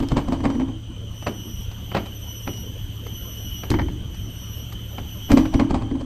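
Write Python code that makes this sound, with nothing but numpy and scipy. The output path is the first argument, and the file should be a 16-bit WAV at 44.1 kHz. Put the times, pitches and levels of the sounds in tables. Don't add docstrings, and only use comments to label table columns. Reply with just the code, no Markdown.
import sys
import numpy as np
from scipy import signal
from scipy.fft import rfft, irfft, next_fast_len
from scipy.io import wavfile
from scipy.ndimage import uniform_filter1d

SR = 44100
rng = np.random.default_rng(int(sys.argv[2]) if len(sys.argv) > 2 else 0)


def wav_out(sig):
    wavfile.write(sys.argv[1], SR, np.round(np.clip(np.atleast_2d(sig).T, -1, 1) * 32767).astype(np.int16))


N = 267069
TIME = np.arange(N) / SR
LEAD_S = .03
BLOW_TIME = np.arange(16384) / SR - LEAD_S

# [t/s, clack level/dB, deck thud level/dB,
# plank ring level/dB, delay of the fall/s, fall relative to tread/dB]
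TREADS = [(0.003, -23, -23, -24, 0.026, -3), (0.119, -19, -16, -22, 0.051, 4.5),
          (0.286, -24, -21.5, -23.5, 0.038, 5), (0.406, -30, -28.5, -27.5, 0.035, 6.5),
          (0.455, -17, -24.5, -20.5, 0.048, -5.5), (0.554, -30, -30.5, -20.5, .046, 3),
          (0.619, -34, -36, -18.5, 0.067, -2.5), (5.305, -24, -30, -14.5, 0.027, -2),
          (5.319, -14.5, -13.5, -12, .055, 1.5), (5.545, -20.5, -15.5, -16, .053, 5.5),
          (5.709, -19, -18, -23.5, .036, 1.5), (5.823, -27, -23, -29.5, 0.056, -14.5),
          (5.914, -31, -28, -21.5, 0.04, -3), (6.011, -27.5, -28.5, -28.5, .035, -28)]
# [t/s, clack level/dB]
JOLTS = [(3.702, -36.5), (3.716, -25), (3.741, -22.5), (3.789, -27), (3.795, -23), (3.818, -33),
         (3.885, -34)]
# [f/Hz, level/dB]
BOARD_COLOUR = [(60, -16.5), (200, -4), (380, -6), (600, -19), (2000, -54)]
# [f/Hz, level/dB]
GRIT_COLOUR = [(800, -20), (2200, -3), (4700, 0), (6200, -6), (8500, -7), (9800, -22), (15000, -50)]
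# [f/Hz, level/dB]
RUMBLE_COLOUR = [(15, -20), (33, -3.5), (72, -5.5), (100, -2.5), (130, -13.5), (180, -17), (300, -21),
                 (1500, -90)]
# [f/Hz, level/dB]
FOREST_COLOUR = [(100, 8), (185, 16.5), (280, 12), (560, 3.5), (800, -4.5), (1500, -5), (3500, -29.5),
                 (7000, -30.5), (8500, -25), (10000, -28), (14000, -37)]


def gain_of(db):
    return 10 ** (np.asarray(db) / 20)


def evened(x):
    return x / np.sqrt(np.mean(x ** 2) + 1e-20)


def read(points, hz):
    f, db = np.transpose(points)
    return np.interp(np.log(hz + 1), np.log(f), db)


def add(mix, s, sound):
    start = round(s * SR)
    sound = sound[max(-start, 0):]
    part = mix[max(start, 0):][:len(sound)]
    part += sound[:len(part)]


def wander(rate_hz):
    size = next_fast_len(N)
    hz = np.fft.rfftfreq(size, 1 / SR)
    slow = rfft(rng.standard_normal(size)) * np.exp(-(hz / rate_hz) ** 2)
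    return evened(irfft(slow, size)[:N])


def noise(points, patchy_db):
    hz = np.fft.rfftfreq(2048, 1 / SR)
    a, b, patches = rng.standard_normal((3, len(hz), N // 512 + 5))
    patches = uniform_filter1d(patches, size=12, axis=0)
    patches = evened(uniform_filter1d(patches, size=4, axis=1))
    level_db = read(points, hz)[:, None] + patchy_db * patches
    z = (a + 1j * b) * gain_of(level_db)
    return evened(signal.istft(z, nperseg=2048, noverlap=1536)[1][:N])


def colour(x, points):
    size = 2 * len(x)
    log_gain = np.log(gain_of(read(points, abs(np.fft.fftfreq(size, 1 / SR)))))
    response = np.exp(np.conj(signal.hilbert(log_gain)))
    return np.fft.ifft(np.fft.fft(x, size) * response).real[:len(x)]


def sized(x, db, window):
    loudest = uniform_filter1d(x ** 2, max(int(window * SR), 1)).max()
    return x * gain_of(db) / np.sqrt(loudest + 1e-20)


def contact(length, rise, snap, tail_db, tail_t60):
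    after = np.maximum(BLOW_TIME, 0)
    swell = np.exp(np.minimum(BLOW_TIME, 0) / rise)
    fade = np.exp(-after / max(length, .001)) + gain_of(tail_db - 60 * after / tail_t60)
    hits = rng.standard_normal(len(after)) * (rng.random(len(after)) < .25)
    force = swell * fade * hits
    force /= np.linalg.norm(force)
    force[round(LEAD_S * SR)] += snap
    return force


def woody(x):
    # [f/Hz, width/Hz, lift/dB]
    resonances = [(556, 77, 5), (700, 53, 2), (792, 8.4, 5.5), (1060, 250, -4), (1616, 69, 4),
                  (2320, 1100, 3)]
    hz = np.fft.rfftfreq(len(x), 1 / SR)
    lift = sum((gain_of(db) - 1) / (1 + 2j * (hz - centre) / width) for centre, width, db in resonances)
    return irfft(rfft(x) * (1 + lift), len(x))


def ring(modes, detune, rise):
    t = np.maximum(BLOW_TIME, 0)
    tunings = 1 + detune * rng.standard_normal(len(modes))
    waves = 0
    for (hz, db, t60), tuning in zip(modes, tunings):
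        waves = waves + gain_of(db - 60 * t / t60) * np.sin(2 * np.pi * hz * tuning * t)
    return waves * (1 - np.exp(-t / rise))


def fading(blows, t60):
    energy = 0
    for s, db in blows:
        left_db = db - 60 * np.maximum(TIME - s, 0) / t60
        energy = energy + (TIME > s) * gain_of(left_db) ** 2
    return np.sqrt(energy)


def surroundings():
    # [f/Hz, rms level/dB]
    drone_tones = [(36.5, -46), (73, -40), (108.5, -37), (183, -51)]
    wind = gain_of(-36) * noise(RUMBLE_COLOUR, patchy_db=3.5)
    forest = gain_of(-44) * noise(FOREST_COLOUR, patchy_db=5.0)
    drone = 0
    for hz, db in drone_tones:
        strength = gain_of(db) * (1 + 0.061 * wander(4.2))
        turns = np.cumsum(hz + 2.466 * wander(5.75)) / SR
        drone = drone + strength * np.sin(2 * np.pi * turns)
    return wind + forest + np.sqrt(2) * drone


def chorus():
    # [f/Hz, level/dB]
    chorus_colour = [(2300, -18.5), (2800, -10.5), (3000, 2.5), (3120, 2.5), (3450, -12.5), (4000, -21.5),
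                     (5400, -27), (5850, -12.5), (6200, -11), (6700, -27.5), (8400, -27), (8950, -24),
                     (9700, -42)]
    return gain_of(-43.5) * noise(chorus_colour, patchy_db=2.0)


def phrase():
    phrase_levels = [-7.5, 0.5, 1, -0.5, -1, -3, -14]
    # [t since its start/s, level/dB]
    swell_points = [(0, -14.5), (.36, -15.5), (.48, -2), (.93, -.5), (1, -14)]
    start_s, period_s = .69, .994
    number, age = np.divmod(TIME - start_s, period_s)
    db = np.array(phrase_levels)[number.astype(int) + 1] + np.interp(age, *np.transpose(swell_points))
    return age, uniform_filter1d(gain_of(db), size=400)


def sizzle():
    # [f/Hz, level/dB]
    sizzle_colour = [(10000, -41.5), (11200, -35), (11700, -9.5), (12050, -4.5), (12500, -17.5),
                     (13000, -23.5), (13800, -56), (15000, -44), (16000, -61)]
    likeness = 0.25
    right, other = (noise(sizzle_colour, patchy_db=3.5) for _ in range(2))
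    left = likeness * right + np.sqrt(1 - likeness ** 2) * other
    swell = 1 + 0.53 * phrase()[1]
    return gain_of(-51) * swell * np.array([left, right])


def near_cicada():
    # [multiple of the whine, tymbal sideband number, level before the phrase swell/dB]
    partials = [(1, 0, -46), (2, 0, -44.5), (2, -1, -58), (2, -2, -69), (3, 0, -63), (3, -1, -67),
                (4, 0, -47)]
    whine_hz, sag_hz_per_s, tymbal_hz = 3034, 117, 352
    age, swell = phrase()
    turns = np.cumsum(whine_hz - sag_hz_per_s * age + 2 * wander(90)) / SR
    twin_gain = gain_of(-54 + 3 * wander(14))
    out = twin_gain * np.sin(2 * np.pi * (24000 * TIME - 4 * turns))
    for multiple, sideband, db in partials:
        flutter = gain_of(1.5 * wander(6)) * np.tanh(abs(1 + .55 * wander(20)))
        tone = np.sin(2 * np.pi * (multiple * turns + sideband * tymbal_hz * TIME))
        out += gain_of(db) * evened(flutter * tone)
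    return swell * out


def snaps():
    # [t/s, level/dB]
    snap_times = [(0.087, -31), (2.537, -44), (2.5727, -43), (3.704, -25.5), (5.3177, -25.5),
                  (5.5396, -32.5)]
    # [f/Hz, level/dB]
    snap_colour = [(1500, -7.5), (5200, -4.5), (7000, -12), (12000, -20), (15500, -44)]
    out = np.zeros(N)
    for s, db in snap_times:
        force = contact(length=0.0014, rise=0.00047, snap=0.24, tail_db=-13, tail_t60=0.14)
        add(out, s - LEAD_S, sized(colour(force, snap_colour), db, window=0.0028))
    return out


def boom_level(s):
    first_db, fall_db_per_s = -17, 97
    return first_db - fall_db_per_s * (s - JOLTS[0][0])


def jolts():
    # [f/Hz, level/dB]
    jolt_clack_colour = [(250, 1), (500, 1.5), (900, 6), (1300, -4), (2100, 0), (2800, -16.5), (5000, -21),
                         (9000, -62), (15000, -80)]
    # [f/Hz, level/dB]
    boom_colour = [(30, -6.5), (115, 6), (170, -8.5), (310, 5.5), (500, -19), (1200, -63)]
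    spread = .6
    out = np.zeros((2, N))
    for s, clack_db in JOLTS:
        forces = [contact(length=0.0079, rise=0.0015, snap=0.63, tail_db=-18.5, tail_t60=0.38)
                  for _ in range(2)]
        centre, side = (sized(colour(force, jolt_clack_colour), clack_db, window=0.0053)
                        for force in forces)
        boom_force = contact(length=0.072, rise=0.002, snap=0.35, tail_db=-26, tail_t60=0.28)
        boom = sized(colour(boom_force, boom_colour), boom_level(s), window=0.0038)
        for ear, sign in zip(out, (1, -1)):
            add(ear, s - LEAD_S, boom + centre + sign * spread * side)
    return out


def shaken_deck():
    thuds = [(s, thud_db) for s, _, thud_db, *_ in TREADS]
    booms = [(s, boom_level(s)) for s, _ in JOLTS]
    tread_rumble = gain_of(-8) * fading(thuds, t60=1.07)
    jolt_rumble = gain_of(-8) * fading(booms, t60=2.0)
    chatter = gain_of(-17.5) * fading(thuds, t60=0.86)
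    rumble_noise = noise(RUMBLE_COLOUR, patchy_db=2.0)
    return (tread_rumble + jolt_rumble) * rumble_noise + chatter * noise(FOREST_COLOUR, patchy_db=6.5)


def knock(clack_db, thud_db, ring_db, rise_s, rattle_s):
    # [f/Hz, level/dB, t60/s]
    deck_modes = [(38, 2, 0.087), (72.6, -37, 0.6), (120.1, 0, 0.1), (160, -16, 0.12)]
    # [f/Hz, level/dB, t60/s]
    plank_modes = [(200, -17, 0.053), (247.4, 2.5, 0.17), (271.1, 1.5, 0.28), (317.1, -6, 0.41),
                   (354, -8.5, 0.092), (444.7, -10.5, 0.092)]
    # [f/Hz, level/dB]
    clack_colour = [(150, -11), (420, 2.5), (700, -2), (1050, 1.5), (1400, -14), (2300, -12.5), (3200, -18),
                    (14000, -95)]
    force = contact(rattle_s, rise=rise_s, snap=0.52, tail_db=-15, tail_t60=0.58)
    clack = sized(colour(woody(force), clack_colour), clack_db, window=0.0028)
    body = sized(colour(force, BOARD_COLOUR), clack_db - 3.5, window=0.014)
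    grit = sized(colour(force, GRIT_COLOUR), clack_db - 15.5, window=0.0021)
    thud = sized(ring(deck_modes, detune=0.14, rise=0.0019), thud_db, window=.02)
    plank = sized(ring(plank_modes, detune=0.026, rise=0.0051), ring_db, window=0.023)
    return clack + body + grit + thud + plank


def loose_planks():
    out = np.zeros(N)
    for s, clack_db, thud_db, ring_db, delay, fall_db in TREADS:
        tread = knock(clack_db, thud_db, ring_db, rise_s=0.0078, rattle_s=0.0074)
        add(out, s - LEAD_S, tread)
        fall = knock(clack_db, thud_db - 15, ring_db - 4, rise_s=0.0036, rattle_s=0.016)
        add(out, s + delay - LEAD_S, gain_of(fall_db) * fall)
    return out


def footsteps():
    # [t/s, slap level/dB, grit level/dB]
    steps = [(1.226, -33.5, -49), (1.27, -18.5, -39), (1.715, -40, -46), (1.918, -31, -62),
             (1.95, -16, -39), (1.969, -19, -42), (2.06, -37.5, -44), (2.477, -21, -56),
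             (3.067, -36.5, -53), (3.636, -28.5, -64), (4.145, -41.5, -47), (4.725, -38, -44),
             (4.984, -27, -51), (5.456, -26, -44)]
    # [f/Hz, level/dB]
    slap_colour = [(150, 6), (400, -8.5), (620, 3.5), (1200, 0.5), (1700, -8), (2400, -7.5), (5000, -19.5),
                   (14000, -86)]
    out = np.zeros(N)
    for s, slap_db, grit_db in steps:
        slap_force = contact(length=0.0073, rise=0.0029, snap=0.48, tail_db=-12.5, tail_t60=0.26)
        slap = sized(colour(woody(slap_force), slap_colour), slap_db, window=0.0026)
        scuff_force = contact(length=0.0098, rise=0.0013, snap=0.44, tail_db=-24, tail_t60=.25)
        scuff = sized(colour(scuff_force, GRIT_COLOUR), grit_db, window=0.0034)
        body_force = contact(length=0.03, rise=0.003, snap=0.41, tail_db=-20.0, tail_t60=1.0)
        body = sized(colour(body_force, BOARD_COLOUR), slap_db - 7, window=0.0094)
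        add(out, s - LEAD_S, slap + scuff + body)
    return out


def scene():
    deck = footsteps() + loose_planks() + shaken_deck() + snaps()
    forest = surroundings() + near_cicada() + chorus()
    return deck + forest + jolts() + sizzle()


def gain_control(x):
    # [f/Hz, gain/dB]
    deepest_cut = [(100, -1), (1000, -1.5), (3000, -9), (4600, -5), (5900, -11), (7000, -5), (9000, -3.5),
                   (11500, -24.5), (15000, -43)]
    low_hz, high_hz = 200, 420
    threshold_db, knee_db = -31.5, 2.5
    duck_s, recover_s, lag_s = 0.19, 0.44, 0.13
    hz, t, z = signal.stft(x, SR, nperseg=1024, noverlap=768)
    band = (hz > low_hz) & (hz < high_hz)
    level_db = 10 * np.log10((abs(z.mean(0)[band]) ** 2).sum(0) + 1e-12)
    too_loud = .5 + .5 * np.tanh((level_db - threshold_db) / knee_db)
    held = duck = 0.39
    depth = []
    for over in too_loud:
        held += (over - held) * t[1] / (duck_s if over > held else recover_s)
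        duck += (held - duck) * t[1] / lag_s
        depth.append(duck)
    z = z * gain_of(np.outer(read(deepest_cut, hz), depth))
    return signal.istft(z, SR, nperseg=1024, noverlap=768)[1][:, :N]


def record(dry):
    hz = np.fft.rfftfreq(N, 1 / SR)
    lean_db = -5 * np.interp(hz, [8500, 11500], [0, 1])
    low_cut = hz / np.hypot(hz, 12)
    ear_gains = gain_of(np.array([lean_db, -lean_db]) / 2)
    leaning = irfft(rfft(gain_control(dry)) * low_cut * ear_gains, N)
    band_limit = signal.firwin(511, 15600, window=("kaiser", 9), fs=SR)
    return signal.oaconvolve(leaning, band_limit[None], "same")


dry = scene()
out = record(dry)
wav_out(out)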